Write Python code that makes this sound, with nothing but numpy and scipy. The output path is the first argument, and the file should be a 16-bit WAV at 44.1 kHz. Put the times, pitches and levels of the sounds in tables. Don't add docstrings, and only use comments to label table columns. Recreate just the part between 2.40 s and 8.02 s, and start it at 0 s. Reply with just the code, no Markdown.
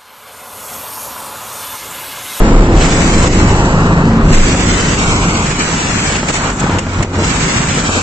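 import sys
import numpy as np
from scipy import signal
from scipy.fft import rfft, irfft, next_fast_len
from scipy.io import wavfile
from scipy.ndimage import uniform_filter1d, map_coordinates

SR = 44100
rng = np.random.default_rng(int(sys.argv[2]) if len(sys.argv) > 2 else 0)


def to_wav(s):
    ch = np.atleast_2d(s).T
    pcm = np.round(np.clip(ch, -1, 1) * 32767)
    wavfile.write(sys.argv[1], SR, pcm.astype(np.int16))


N = 247842
TIME = np.arange(N) / SR
TOP_HZ = 7940


def amp(db):
    return 10 ** (np.asarray(db) / 20)


def unit(x):
    return x / np.sqrt(np.mean(x ** 2) + 1e-20)


def along(points, hz):
    freqs, values = np.transpose(points)
    return np.interp(np.log(hz + 1), np.log(freqs + 1), values)


def curve(points):
    return np.interp(TIME, *np.transpose(points))


def wobble(rate):
    steps = np.arange(0, N + 16, 16)
    coarse = map_coordinates(rng.standard_normal(4096), [steps * rate / SR], mode="wrap")
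    return np.interp(np.arange(N), steps, coarse)


def bump(s, half):
    near = np.arange(max(int((s - 2 * half) * SR), 0), min(int((s + 2 * half) * SR), N))
    pulse = np.zeros(N)
    pulse[near] = np.exp(-((near / SR - s) / half) ** 4)
    return pulse


def held(start, end, rise_s, fall_s):
    return np.clip(np.minimum((TIME - start) / rise_s, (end - TIME) / fall_s) + 1, 0, 1)


def pan(left_db):
    return amp(np.array([[1], [-1]]) * left_db / 2)


def filtered(x, response):
    size = next_fast_len(N + SR // 2)
    return irfft(rfft(x, size) * response(np.fft.rfftfreq(size, 1 / SR)), size)[..., :N]


def ring(x, modes):
    def response(hz):
        return sum((-1) ** k * amp(db) * 1j * hz * width / (centre ** 2 - hz ** 2 + 1j * hz * width)
                   for k, (centre, width, db) in enumerate(modes))
    return filtered(x, response)


def narrow(hz, width):
    mode = [(hz, 2 * width, 0)]
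    return unit(ring(ring(rng.standard_normal(N), mode), mode))


def rush(colour, alike, even_s):
    def response(hz):
        turn = np.arccos(np.clip(along(alike, hz), -1, 1)) / 2
        return amp(along(colour, hz)) * (hz < TOP_HZ) * [np.cos(turn), np.sin(turn)]
    mid, side = filtered(rng.standard_normal((2, N)), response)
    size = max(int(even_s * SR), 2)
    power = uniform_filter1d(uniform_filter1d(mid ** 2 + side ** 2, size), size)
    return unit(np.array([mid + side, mid - side]) / np.sqrt(np.abs(power) + 1e-20))


# t/s, f/Hz
HUM_PITCH = [(4.3, 95), (4.45, 90.7), (4.85, 90.9)]
# t/s, level/dB
HUM_LEVEL = [(4.2, -69), (4.27, -38), (4.34, -19), (4.43, -33), (4.52, -21), (4.57, -21), (4.61, -19.5),
             (4.66, -28), (4.73, -22), (4.81, -12.5), (4.85, -25), (4.92, -67)]
def engine_hum(waver=0.0025):
    phase = 2 * np.pi * np.cumsum(curve(HUM_PITCH) * (1 + waver * wobble(16))) / SR
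    return amp(curve(HUM_LEVEL)) * np.sqrt(2) * np.sin(phase)


# t/s, level/dB, length/s, ringing f/Hz
CLACKS = [(3.749, -18.5, 0.02, 2550), (3.883, -16.5, 0.009, 2400), (3.893, -19.5, 0.019, 1240),
          (4.099, -18, 0.0054, 1400), (4.385, -15, 0.0034, 2960), (4.391, -21, 0.0036, 1880),
          (4.625, -16.5, 0.007, 2050)]
# f/Hz, level/dB
CLACK_COLOUR = [(200, -3.5), (600, 11.5), (1200, -7), (1800, 1.5), (2800, 0), (3600, -8.5), (5500, -5),
                (7900, 4)]
def clacks(attack_s=0.00038, release_s=0.0047, ring_db=-3, width_hz=380):
    t = np.arange(SR // 20) / SR
    level, rings = np.zeros(N), np.zeros((2, N))
    for s, db, length, hz in CLACKS:
        stroke = amp(db) * (1 - np.exp(-t / attack_s)) * np.exp(-np.maximum(t - length, 0) / release_s)
        resonance = signal.iirpeak(hz, hz / width_hz, SR)
        tone = unit(signal.lfilter(*resonance, rng.standard_normal((2, len(t)))))
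        level[int(s * SR):][:len(t)] += stroke
        rings[:, int(s * SR):][:, :len(t)] += stroke * tone
    scrape = rush(CLACK_COLOUR, [(500, 0.5), (2500, 0)], even_s=.01)
    return level * scrape + amp(ring_db) * rings


# f/Hz, width/Hz, level/dB
STEEL_MODES = [(505, 100, -2), (690, 79, 3.5), (822, 99, 2), (955, 70, 4.5), (1010, 120, -2),
               (1340, 47, 4.5), (1460, 26, -5)]
def clatter(life_s=0.02, scatter_db=3):
    links_hz = curve(LINK_RATE)
    link, progress = np.divmod(np.cumsum(links_hz) / SR, 1)
    strength = amp(scatter_db * np.tanh(rng.standard_normal(256)))[link.astype(int)]
    rattle = strength * np.exp(-progress / links_hz / life_s) * rng.standard_normal(N)
    return amp(roar_level_db() - 10.5) * unit(ring(rattle, STEEL_MODES))


# f/Hz, width/Hz, level/dB
HULL_MODES = [(106, 25, -1.5), (166, 34, -7), (202, 67, -2.5), (283.6, 24, -4), (353.5, 36, -9),
              (506, 34, -18)]
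# t/s, thud level/dB, clank level/dB
KNOCKS = [(0.089, -11, -6), (0.86, -23, -10), (1.502, -9, -16), (1.905, -5, -12), (1.915, -7, -11),
          (2.145, -22, -3), (2.829, -7, -10), (3.008, -14, -8.5), (3.831, -6, -4.5), (4.242, -4, -15),
          (4.35, -12, -14), (4.296, -9, -2), (4.376, -9, -18), (4.467, -10, -9), (4.607, -21, -6),
          (4.648, -9, -13), (4.677, -15, -25), (4.802, -9, -15), (5.491, -6, -4), (5.559, -32, -4)]
def knocks(thud_s=0.00053, tick_s=0.0052):
    t = np.arange(SR // 20) / SR
    age = t / thud_s
    pushes, ticks = np.zeros((2, N))
    for s, thud_db, clank_db in KNOCKS:
        pushes[int(s * SR):][:len(t)] -= amp(thud_db) * age * np.exp(1 - age) * (2 - age)
        ticks[int(s * SR):][:len(t)] += amp(clank_db) * np.exp(-t / tick_s) * rng.standard_normal(len(t))
    thuds = pushes + ring(pushes, HULL_MODES)
    dull_ticks = filtered(ticks, lambda hz: 1 / (1 + 1j * hz / 1500) ** 2)
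    clanks = dull_ticks + ring(ticks, STEEL_MODES)
    return amp(-0.5) * thuds + amp(3) * clanks + amp(-19) * ticks


# t/s, half length/s, rise/dB
JOLTS = [(0.34, 0.042, 3), (1.044, 0.038, 2), (1.913, 0.0084, 7), (2.897, 0.15, 3), (4.247, 0.042, 4),
         (4.347, 0.024, 7.5), (4.602, 0.025, 7), (4.8, 0.048, 2.5)]
def jolt_db():
    return sum(db * bump(s, half) for s, half, db in JOLTS)


# multiple of the link rate, relative level/dB
OVERTONES = [(2, -11), (4, -17), (6, -14), (7, -13), (8, -19), (9, -14.5), (10, -17), (11, -20.5),
             (12, -16.5), (16, -21), (22, -29.5)]
# start/s, end/s, multiple, rise/dB
BOOMS = [(1.0, 1.453, 4, 10), (1.5, 1.922, 6, 9.5), (1.6, 1.925, 7, 7), (1.68, 1.837, 9, 6.5),
         (1.9, 1.93, 10, 7.5), (2.1, 2.26, 11, 10.5), (2.6, 3.03, 7, 6.5), (2.7, 3.1, 4, 4),
         (3.6, 4.1, 7, 3.5), (4.23, 4.282, 8, 14), (4.778, 4.83, 12, 13.5), (4.77, 4.83, 16, 7),
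         (4.9, 5.324, 7, 4.5), (5.1, 5.502, 6, 8), (5.562, 5.623, 4, 21)]
def hull_drone(waver=0.0027, rough_db=3.0):
    phase = 2 * np.pi * np.cumsum(curve(LINK_RATE) * (1 + waver * wobble(20))) / SR
    rumble_db = curve(RUMBLE_LEVEL) + jolt_db()
    drone = np.zeros(N)
    for k, db in OVERTONES:
        boom_db = sum(rise * held(start, end, rise_s=0.15, fall_s=0.024)
                      for start, end, multiple, rise in BOOMS if multiple == k)
        level = amp(rumble_db + db + boom_db + rough_db * wobble(16))
        drone += level * np.sin(k * phase + rng.uniform(0, 2 * np.pi))
    return amp(3.5) * drone


# t/s, f/Hz
LINK_RATE = [(0, 27), (.3, 27), (.7, 28.2), (1.0, 25.9), (1.4, 25.6), (1.65, 25.1), (1.9, 25.3),
             (2.2, 25.4), (2.55, 25), (3.1, 24.95), (3.3, 24.5), (3.7, 24.9), (4.05, 25), (4.33, 23.7),
             (4.48, 22.6), (4.82, 22.65), (4.98, 23.9), (5.42, 23.9), (5.62, 22.6)]
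# t/s, level/dB
RUMBLE_LEVEL = [(0, -13.5), (.7, -15), (1.05, -13), (1.45, -14), (1.75, -15), (1.925, -13.5), (1.96, -19),
                (2.08, -15), (3.03, -20.5), (3.08, -19), (4.65, -23.5), (4.9, -19), (5.45, -20),
                (5.62, -31)]
# f/Hz, level/dB
RUMBLE_COLOUR = [(35, -24), (60, -7), (80, -1.5), (115, -0.5), (175, 0.5), (250, -5), (350, -10),
                 (520, -23.5), (750, -34.5), (1500, -38), (3000, -77)]
# f/Hz, likeness/0-1
NEAR_MONO = [(100, 1), (300, 1), (700, 0.99)]
def tracks(scatter_db=2.5, jitter_s=0.00096, throb_db=1.1, ground_hz=77):
    rumble_db = curve(RUMBLE_LEVEL)
    links = np.cumsum(curve(LINK_RATE)) / SR
    landings = np.flatnonzero(np.diff(np.floor(links)))
    timing, force = rng.standard_normal((len(landings), 2)).T
    landings = np.clip(landings + jitter_s * SR * timing, 0, N - 1).astype(int)
    slaps = unit(ring(np.bincount(landings, amp(scatter_db * np.tanh(force)), N), HULL_MODES))
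    rumble = rush(RUMBLE_COLOUR, NEAR_MONO, even_s=0.21)
    ground = filtered(rumble, lambda hz: 1 / (1 + (hz / ground_hz) ** 8))
    weight = amp(0.48 * (rumble_db + 26))
    rolling = (rumble + (weight - 1) * ground) * amp(throb_db * np.cos(2 * np.pi * links))
    return amp(rumble_db + jolt_db() - 0.55 * lull_db()) * (amp(-11) * slaps + rolling)


# t/s, half length/s, drop/dB
LULLS = [(0.906, 0.021, 8), (0.96, 0.028, 1), (3.154, 0.034, 5), (3.828, 0.042, 5), (3.928, 0.013, 12),
         (4.16, 0.049, 7.5), (4.465, 0.071, 4.5), (4.68, 0.053, 10)]
def lull_db():
    return sum(db * bump(s, half) for s, half, db in LULLS)


ROAR_DB = -22
# start/s, end/s, rise/dB
SWELLS = [(0, 0.143, 4), (0.186, 0.868, 3), (1.008, 1.58, 5), (1.613, 1.847, 3.5), (2.624, 3.022, 3.5),
          (4.021, 4.365, 4.5), (5.498, 5.594, 1)]
def roar_level_db(edge_s=0.052):
    swell_db = sum(db * held(start, end, edge_s, edge_s) for start, end, db in SWELLS)
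    return ROAR_DB + swell_db - lull_db()


# start/s, end/s, f/Hz, width/Hz, relative level/dB
HOOT = (3.5, 5.5, 1333, 193, -8)
def hoot(left_db=8, edge_s=.05):
    start, end, hz, width, db = HOOT
    level = held(start, end, edge_s, edge_s) * amp(roar_level_db() + db - 3)
    return pan(left_db) * level * narrow(hz, width)


# f/Hz, width/Hz, level/dB
HOWL_MODES = [(887, 130, -4.5), (1100, 170, -2.5)]
def howl(growth=2.02, edge_s=.05):
    roar_db = roar_level_db()
    low, high = [narrow(hz, width) * amp(db) for hz, width, db in HOWL_MODES]
    turn = np.pi / 4 * (1 + np.tanh(wobble(7)))
    give_way_db = 6 * held(*HOOT[:2], edge_s, edge_s)
    level = amp(roar_db - 11.5 - give_way_db + growth * (roar_db - ROAR_DB))
    return level * (np.cos(turn) * low + np.sin(turn) * high)


# f/Hz, level/dB
ROAR_COLOUR = [(200, -13), (420, -5.5), (620, -6), (950, -3), (1400, -6), (1900, -8.5), (2500, -15.5),
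               (3400, -20.5), (4400, -25.5), (5200, -30.5), (8000, -40.5)]
# f/Hz, likeness/0-1
ROAR_ALIKE = [(650, 0.94), (1000, 0.65), (1450, 0.65), (2000, 0.61), (2800, 0.35), (3800, .9), (6100, .9),
              (7500, .5)]
def roar():
    return amp(roar_level_db() - 2) * rush(ROAR_COLOUR, ROAR_ALIKE, even_s=0.29)


# f/Hz, phase/rad
RIGHT_LEAD = [(650, 0), (1000, .55), (1400, 1.5), (1900, 3.1), (2700, 3.9), (4000, 6.1), (5000, 7.3),
              (6100, 9.4), (7900, 12.4)]
# f/Hz, left over right/dB
SHADING = [(750, -0.5), (1450, 3.5), (2100, 2), (2800, -2.5), (6000, -5)]
def from_right(x):
    def response(hz):
        delay = np.exp(np.array([[-1j], [1j]]) * along(RIGHT_LEAD, hz) / 2)
        return pan(along(SHADING, hz)) * delay
    return filtered(x, response)


# f/Hz, depth/0-1
SHIMMER = [(1400, .05), (2800, 0.73), (3400, 1), (6000, 1), (7000, 0.17)]
def shimmer(pair, width_hz=80, life_s=.11, swing=7.4):
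    hz, t, (left, right) = signal.stft(pair, SR, nperseg=1024)
    grid = np.meshgrid(hz / width_hz, t / life_s, indexing="ij")
    drift = map_coordinates(rng.standard_normal((256, 128)), grid, mode="wrap")
    depth = np.clip(along(SHIMMER, hz), 0, 1)[:, None]
    turn = np.pi / 4 * (1 + depth * np.tanh(swing * drift))
    mid, side = (left + right) * np.cos(turn), (left - right) * np.sin(turn)
    return signal.istft(np.array([mid + side, mid - side]) / np.sqrt(2), SR, nperseg=1024)[1][:, :N]


# start/s, end of hold/s, level/dB, fade/(dB per s)
SPELLS = [(0.415, 0.835, -15.5, 16), (1.954, 2.4, -16, 4), (3.04, 3.8, -16.5, 13), (4.86, 5.59, -16, 22)]
def turbulence_db(rise_db_per_s=109):
    spells = [db - rise_db_per_s * np.maximum(start - TIME, 0) - fade * np.maximum(TIME - end, 0)
              for start, end, db, fade in SPELLS]
    calm_db = -24 - 9 * TIME
    return np.max(spells + [calm_db], axis=0) - 0.73 * lull_db()


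# t/s, hiss level/dB, half length/s, edge level/dB
SPITS = [(0.422, -20, 0.032, -36), (1.942, -17.5, 0.016, -24), (3.207, -19.5, 0.0095, -34),
         (3.668, -29, 0.059, -24.5), (3.951, -19, 0.025, -21.5), (4.154, -40, 0.038, -29),
         (4.204, -26, 0.0062, -20.5), (4.845, -17.5, 0.01, -28)]
# f/Hz, level/dB
HISS_COLOUR = [(300, -33.5), (600, -8.5), (900, -2), (1400, 1), (2300, 1), (2900, -1.5), (3400, -5),
               (4500, -6.5), (5800, -6), (8000, -10.5)]
EDGE_COLOUR = [(3000, -56), (5000, -21.5), (6200, -4.5), (7100, 0), (7900, 3)]
BLUSTER_COLOUR = [(40, -8), (120, -7), (220, 0), (420, 1), (700, -7.5), (1200, -16.5), (2500, -58.5)]
# f/Hz, likeness/0-1
APART = [(200, 0.049), (2000, 0.0077)]
def port_hiss(reference_db=-14.5):
    level_db = turbulence_db()
    excess_db = level_db - reference_db
    spit_power = sum(amp(db) ** 2 * bump(s, half) for s, db, half, _ in SPITS)
    spit_edge_power = sum(amp(db) ** 2 * bump(s, half) for s, _, half, db in SPITS)
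    shared_db = wobble(55) + 0.5 * wobble(400)
    flutter_db = shared_db + 2.6 * np.tanh([wobble(30), wobble(30)])
    body = np.sqrt(amp(level_db - 2) ** 2 + spit_power) * rush(HISS_COLOUR, APART, even_s=0.042)
    edge_power = amp(-21.5 + 1.28 * excess_db) ** 2 + spit_edge_power
    edge = np.sqrt(edge_power) * rush(EDGE_COLOUR, APART, even_s=0.033)
    bluster = amp(-24 + 2 * excess_db) * rush(BLUSTER_COLOUR, APART, even_s=.05)
    lean = pan(-0.192 + 0.2784 * excess_db)
    return shimmer(unit(amp(flutter_db)) * (lean * body + bluster) + unit(amp(0.47 * flutter_db)) * edge)


# t/s, level/dB
WIND_LEVEL = [(0, -8.5), (.5, -13), (1.7, -16), (2.75, -22.5), (3.3, -26), (5.62, -30.5)]
# t/s, half length/s, thump level/dB, whoosh level/dB, pressure swing f/Hz
GUSTS = [(0.018, 0.027, -5, -26, 31), (0.178, 0.062, -5, -25, 32), (0.377, 0.029, -5.5, -18, 37.5),
         (0.778, 0.068, -9, -35, 27), (1.858, 0.025, -6, -23, 38), (1.985, 0.069, -4.5, -27, 22),
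         (2.342, 0.05, -14, -32, 39), (2.702, .04, -17, -38, 30), (2.84, .03, -17, -35, 38),
         (4.602, 0.022, -21, -33, 41), (4.799, 0.051, -32, -18, 50), (4.872, .018, -20, -34, 55),
         (4.966, 0.018, -20, -40, 68), (5.168, .02, -24, -38, 67), (5.39, 0.023, -26, -24, 43),
         (5.571, 0.018, -37, -16, 64)]
# f/Hz, level/dB
THUMP_COLOUR = [(4, -18.5), (14, -9.5), (25, 5), (33, 7), (44, -4.5), (60, -12), (85, -24.5), (160, -43),
                (400, -60.5)]
WHOOSH_COLOUR = [(120, -13), (240, -5), (320, -2), (420, -4), (520, -6), (640, -11.5), (1000, -20),
                 (2500, -76.5)]
def buffeting(unsteady=0.158):
    wind_db = curve(WIND_LEVEL)
    thumps = amp(wind_db - 2.5 + wobble(11)) * rush(THUMP_COLOUR, [(30, 1)], even_s=0.031)
    uneven_time = np.cumsum(1 + unsteady * wobble(30)) / SR
    whoosh_power = amp(-6.5 + 0.83 * wind_db) ** 2
    for s, half, thump_db, whoosh_db, hz in GUSTS:
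        gust = bump(s, half)
        swing = np.sqrt(2) * amp(thump_db) * np.sin(2 * np.pi * (hz * uneven_time + rng.random()))
        thumps = thumps * (1 - gust / 2) + gust * swing
        whoosh_power += amp(whoosh_db) ** 2 * gust
    return thumps + np.sqrt(whoosh_power) * rush(WHOOSH_COLOUR, NEAR_MONO, even_s=0.086)


# start/s, end/s, f/Hz, width/Hz, depth/0-1
HOLLOWS = [(0, 0.307, 6100, 570, 1), (0.894, 1.8, 3440, 603, 0.47), (1.166, 1.7, 2196, 473, 0.8),
           (2.583, 3.047, 1850, 446, 0.92), (5.462, 5.62, 1970, 495, 0.98)]
def hollow(pair, fade_s=0.0083, drift=.022):
    hz, t, (left, right) = signal.stft(pair, SR, nperseg=1024)
    wander = 1 + drift * np.interp(t, TIME, wobble(17))
    shared = np.ones(left.shape)
    for start, end, centre, width, depth in HOLLOWS:
        active = np.clip(np.minimum(t - start, end - t) / fade_s + 1, 0, 1)
        band = np.exp(-((hz[:, None] - centre * wander) / (width / 2)) ** 4 / 2)
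        shared *= 1 - min(depth, 1) * band * active
    mid = (left + right) / 2 * shared
    side = (left - right) / 2 * np.sqrt(1 + (1 - shared ** 2) / 2)
    return signal.istft(np.array([mid + side, mid - side]), SR, nperseg=1024)[1][:, :N]


def scene():
    vehicle = tracks() + knocks() + clacks() + hull_drone() + engine_hum()
    turret_side = from_right(roar() + howl() + clatter())
    return hollow(vehicle + buffeting() + turret_side + hoot() + port_hiss())


def record(dry, ceiling=1.055, hardness=8, sizzle_db=-7):
    band = lambda hz: 1 / np.sqrt(1 + (hz / TOP_HZ) ** 300)
    sizzle = lambda hz: np.exp(-((hz - 10000) / 1500) ** 2)
    heard = filtered(dry, band)
    squashed = heard / (1 + np.abs(heard / ceiling) ** hardness) ** (1 / hardness)
    return filtered(squashed, lambda hz: np.maximum(band(hz), amp(sizzle_db) * sizzle(hz)))


dry = scene()
out = record(dry)
to_wav(out)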